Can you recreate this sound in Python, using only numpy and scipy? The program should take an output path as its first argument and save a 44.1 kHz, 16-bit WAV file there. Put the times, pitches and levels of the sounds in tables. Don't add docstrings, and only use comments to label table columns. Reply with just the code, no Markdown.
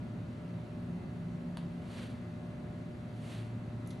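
import sys
import numpy as np
from scipy import signal
from scipy.fft import rfft, irfft, next_fast_len
from scipy.io import wavfile
from scipy.ndimage import uniform_filter1d, map_coordinates

SR = 44100
rng = np.random.default_rng(int(sys.argv[2]) if len(sys.argv) > 2 else 0)


def to_wav(sig):
    pcm = np.clip(np.atleast_2d(sig), -1, 1) * 32767
    pcm = np.round(pcm).astype(np.int16)
    wavfile.write(sys.argv[1], SR, pcm.T)


N = 176400

# fastest moment in seconds, level in dB, rise in seconds,
# fall in seconds, extra fizz in dB, head start of the fizz in seconds.
FOOT_TURNS = [(1.998, -52.2, 0.099, 0.097, -2.5, 0.002), (3.337, -54.5, 0.1, 0.1, 0.8, 0.019)]
# frequency in Hz, likeness (1 = the same).
STEREO_LIKENESS = [(500, 1), (2000, 0.66), (4000, 0.91), (6000, 1)]


def amp(db):
    return 10 ** (np.asarray(db) / 20)


def unit(x):
    return x / np.sqrt(np.mean(x ** 2) + 1e-20)


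def along(points, hz):
    freqs, values = np.transpose(points)
    return np.interp(np.log(hz + 1), np.log(freqs + 1), values)


def wobble(per_s):
    return map_coordinates(rng.standard_normal(int(N * per_s / SR) + 4), [np.arange(N) * per_s / SR])


def filtered(x, response):
    size = next_fast_len(N + SR // 2)
    return irfft(rfft(x, size) * response(np.fft.rfftfreq(size, 1 / SR)), size)[..., :N]


def panned(db):
    return amp(np.array([[.5], [-.5]]) * db)


def stereo(pair, colour, likeness):
    def blend(hz):
        angle = np.arccos(np.clip(along(likeness, hz), -1, 1)) / 2
        return amp(along(colour, hz)) * np.array([np.cos(angle), np.sin(angle)])
    mid, side = filtered(pair, blend)
    return unit(np.array([mid + side, mid - side]))


def snap(colour, size=1024):
    cepstrum = irfft(np.log(amp(along(colour, np.fft.rfftfreq(size, 1 / SR)))))
    cepstrum[1:size // 2] *= 2
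    cepstrum[size // 2 + 1:] = 0
    click = irfft(np.exp(rfft(cepstrum)))
    return click / np.linalg.norm(click)


def add(track, start_s, sound):
    part = track[round(start_s * SR):][:len(sound)]
    part += sound[:len(part)]


def ventilation():
    # frequency in Hz, relative level in dB.
    colour = [(20, -25), (45, -14), (80, -7), (110, -2.5), (160, -0.5), (260, -6.5), (320, -12), (410, -17),
              (480, -25), (560, -19.5), (750, -21.5), (1000, -27), (2000, -31), (3000, -36.5), (4400, -40),
              (5100, -46), (8000, -50.5), (11200, -52), (11900, -56), (12300, -76)]
    # frequency in Hz, likeness (1 = the same).
    likeness = [(60, 0.97), (200, .96), (400, 0.8), (860, 0.42), (1600, 0.31), (3500, 0.21), (6000, 0.95),
                (12000, 0.84)]
    # frequency in Hz, left minus right in dB.
    balance = [(200, -0.6), (400, 2.5), (700, 1.3), (2000, -1.5), (3700, -1.5), (7000, 0)]
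    level_db, patchy_db = -44, 0.72
    bands = signal.stft(rng.standard_normal((2, N)), nperseg=512)[2]
    patches = uniform_filter1d(rng.standard_normal(bands.shape[1:]), size=6, axis=0)
    patches = uniform_filter1d(patches, size=14, axis=1)
    noise = signal.istft(bands * amp(patchy_db * unit(patches)), nperseg=512)[1][:, :N]
    air = stereo(noise, colour, likeness)
    return amp(level_db) * filtered(air, lambda hz: panned(along(balance, hz)))


def drones():
    # time in seconds, level in dB.
    low_swells = [(0.0, -45), (0.44, -53), (0.51, -43), (1.17, -60), (1.3, -47), (1.37, -68), (1.45, -59),
                  (1.55, -73), (1.71, -47), (1.79, -64), (1.87, -49), (2.64, -51), (3.33, -46.5),
                  (3.38, -39.5), (3.53, -44), (3.72, -44), (3.95, -47), (4.0, -44)]
    high_swells = [(0.0, -74), (0.03, -73.5), (0.57, -42.5), (0.62, -58.5), (0.95, -39), (1.08, -62),
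                   (1.12, -43), (1.34, -43), (1.38, -49.5), (1.46, -42.5), (1.62, -42), (1.85, -49),
                   (2.14, -58.5), (2.18, -47), (3.44, -60), (3.48, -72), (3.93, -47), (4.0, -59)]
    low_hz, high_hz = 114.5, 172.7
    t, out = np.arange(N) / SR, np.zeros(N)
    for hz, swells, drift in [(low_hz, low_swells, 0.31), (high_hz, high_swells, 0.3)]:
        level = amp(np.interp(t, *np.transpose(swells)))
        out += np.sqrt(2) * level * np.sin(2 * np.pi * hz * t + drift * wobble(per_s=3.94))
    return out


def mains_buzz():
    # frequency in Hz, left level in dB, right level in dB.
    tones = [(240, -52, -52), (360, -58.5, -64), (420, -68.5, -70.5), (480, -72.5, -73), (540, -63, -77.5),
             (600, -58.5, -61.5), (720, -71, -69), (960, -70.5, -79), (1080, -73, -76.5), (1200, -71, -92),
             (1320, -81, -72), (1440, -73.5, -81), (1680, -74.5, -81), (2040, -76, -75.5),
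             (2640, -79, -82.5)]
    mains_hz, waver_db = 60, 1.5
    t, out = np.arange(N) / SR, np.zeros((2, N))
    for hz, left_db, right_db in tones:
        phase = 2 * np.pi * (mains_hz * round(hz / mains_hz) * t + rng.random())
        side_shift = 0.33 * min(hz / 600, 1.5) * rng.choice([-1, 1]) * np.array([[1], [-1]])
        level = amp(np.array([[left_db], [right_db]]) + waver_db * wobble(per_s=5.045))
        out += np.sqrt(2) * level * np.sin(phase + side_shift)
    return out


def heel_peel():
    # start in seconds, level in dB.
    ticks = [(1.572, -22.5), (1.5731, -37), (1.5768, -36), (1.5783, -38), (1.5807, -37), (1.586, -37)]
    # frequency in Hz, relative level in dB.
    colour = [(100, -10), (500, 4), (950, 9), (2200, -3), (3000, 0), (4600, -1), (5500, -15), (7200, -17),
              (8600, -11), (9900, -7), (12000, -21)]
    out = np.zeros(N)
    for start_s, db in ticks:
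        add(out, start_s, -amp(db) * scuffed(snap(colour), scuff_db=-8.5))
    return in_hall(out, wet_db=-4.5)


def scuffed(click, scuff_db, fade_s=0.003, size=1024):
    t = np.arange(size) / SR
    drag = rng.standard_normal(size) * np.exp(-t / fade_s)
    return np.convolve((t == 0) + amp(scuff_db) * drag / np.linalg.norm(drag), click)


def in_hall(x, wet_db):
    # frequency in Hz, seconds to fade by 60 dB.
    fade_times = [(200, 0.47), (2000, 0.45), (10000, 0.23)]
    hz, t, bands = signal.stft(rng.standard_normal((2, SR // 2)), SR, nperseg=256)
    fade = amp(-60 * t / along(fade_times, hz)[:, None])
    echo = signal.istft(bands * fade, SR, nperseg=256)[1]
    echo = stereo(echo, [(100, 0), (10000, 0)], STEREO_LIKENESS) / np.sqrt(N)
    return x + amp(wet_db) * signal.fftconvolve(x[None], echo, axes=1)[:, :N]


def suit_rustle():
    # frequency in Hz, relative level in dB.
    colour = [(500, 0), (2500, 2.5), (4400, -2), (5500, -14), (11000, -17)]
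    level_db, spread_s = -69.5, 0.26
    t = np.arange(N) / SR
    motion = sum(np.exp(-((t - peak_s) / spread_s) ** 2) for peak_s, *_ in FOOT_TURNS)
    return amp(level_db) * motion * stereo(rng.standard_normal((2, N)), colour, STEREO_LIKENESS)


def foot_swishes():
    # frequency in Hz, relative level in dB.
    rub_colour = [(150, -17), (500, 5.5), (1000, -2), (2000, -1), (3200, -2), (4400, -5.5), (5200, -18),
                  (8000, -31)]
    fizz_colour = [(2000, -38), (4500, -1), (6000, 3), (7200, 3), (8800, 6.5), (10500, 3), (12500, -8)]
    edge_db, flutter_db, fizz_db = 7.5, 0.87, -11.5
    catches_per_s, catch_db, catch_spread_db = 1400, -9.5, 5
    t, out = np.arange(N) / SR, np.zeros((2, N))
    for peak_s, db, rise_s, fall_s, extra_fizz_db, lead_s in FOOT_TURNS:
        from_peak = np.abs(t - peak_s) / np.where(t < peak_s, rise_s, fall_s)
        drop_db = edge_db * from_peak ** 1.54
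        uneven_grip_db = flutter_db * wobble(per_s=70)
        swell = amp(db - drop_db + uneven_grip_db)
        fizz_swell = amp(fizz_db + extra_fizz_db) * np.interp(t + lead_s, t, swell)
        sizes = amp(catch_spread_db * np.minimum(rng.exponential(size=N), 5)) * rng.choice([-1, 1], N)
        catches = unit((rng.random(N) < catches_per_s / SR) * sizes)
        friction = rng.standard_normal((2, N))
        friction[0] += amp(catch_db) * catches
        out += swell * stereo(friction, rub_colour, STEREO_LIKENESS)
        out += fizz_swell * stereo(friction, fizz_colour, STEREO_LIKENESS)
    return out * panned(db=-0.7)


def sole_settles():
    # start in seconds, level before thinning in dB,
    # relative level of the ring in dB, frequency in Hz below which the click is cut away.
    ticks = [(2.103, -46, -6, 6000), (3.8635, -43, -14, 4800), (3.8738, -41, 3, 4200),
             (3.8758, -41.5, 2.5, 4200), (3.9052, -41, -16, 1800), (3.9076, -36, -18, 2500),
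             (3.9113, -42, -9, 2500), (3.9125, -39, -12, 1800)]
    # frequency in Hz, relative level in dB.
    colour = [(500, -15), (2200, -7), (3600, 7), (5100, -1), (6200, 2), (8000, -9), (9700, 0), (11000, -10),
              (12500, -11)]
    ring_hz, ring_s = 10850, 0.0022
    out, click = np.zeros(N), snap(colour)
    t = np.arange(len(click)) / SR
    ring = np.sin(2 * np.pi * ring_hz * t) * np.exp(-np.log(1000) * t / ring_s)
    ring /= np.linalg.norm(ring)
    for start_s, db, ring_db, cut_hz in ticks:
        low_cut = signal.butter(N=4, Wn=cut_hz, btype="high", fs=SR, output="sos")
        tick = signal.sosfilt(low_cut, click) + amp(ring_db) * ring
        add(out, start_s, amp(db) * scuffed(tick, scuff_db=-6))
    return in_hall(out, wet_db=-1.5)


def scene():
    background = ventilation() + drones() + mains_buzz()
    return background + heel_peel() + suit_rustle() + foot_swishes() + sole_settles()


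def record(dry):
    # frequency in Hz, boost or cut in dB.
    mic_colour = [(4600, 0), (5250, -1.6), (6000, 1), (6800, -1), (7400, 1.3), (8000, -2), (8700, 1),
                  (9550, -4), (10300, 0.2), (11400, 0.5), (12000, -3), (12800, -10)]
    top_hz = 12800
    return filtered(dry, lambda hz: amp(along(mic_colour, hz)) * (hz < top_hz))


dry = scene()
out = record(dry)
to_wav(out)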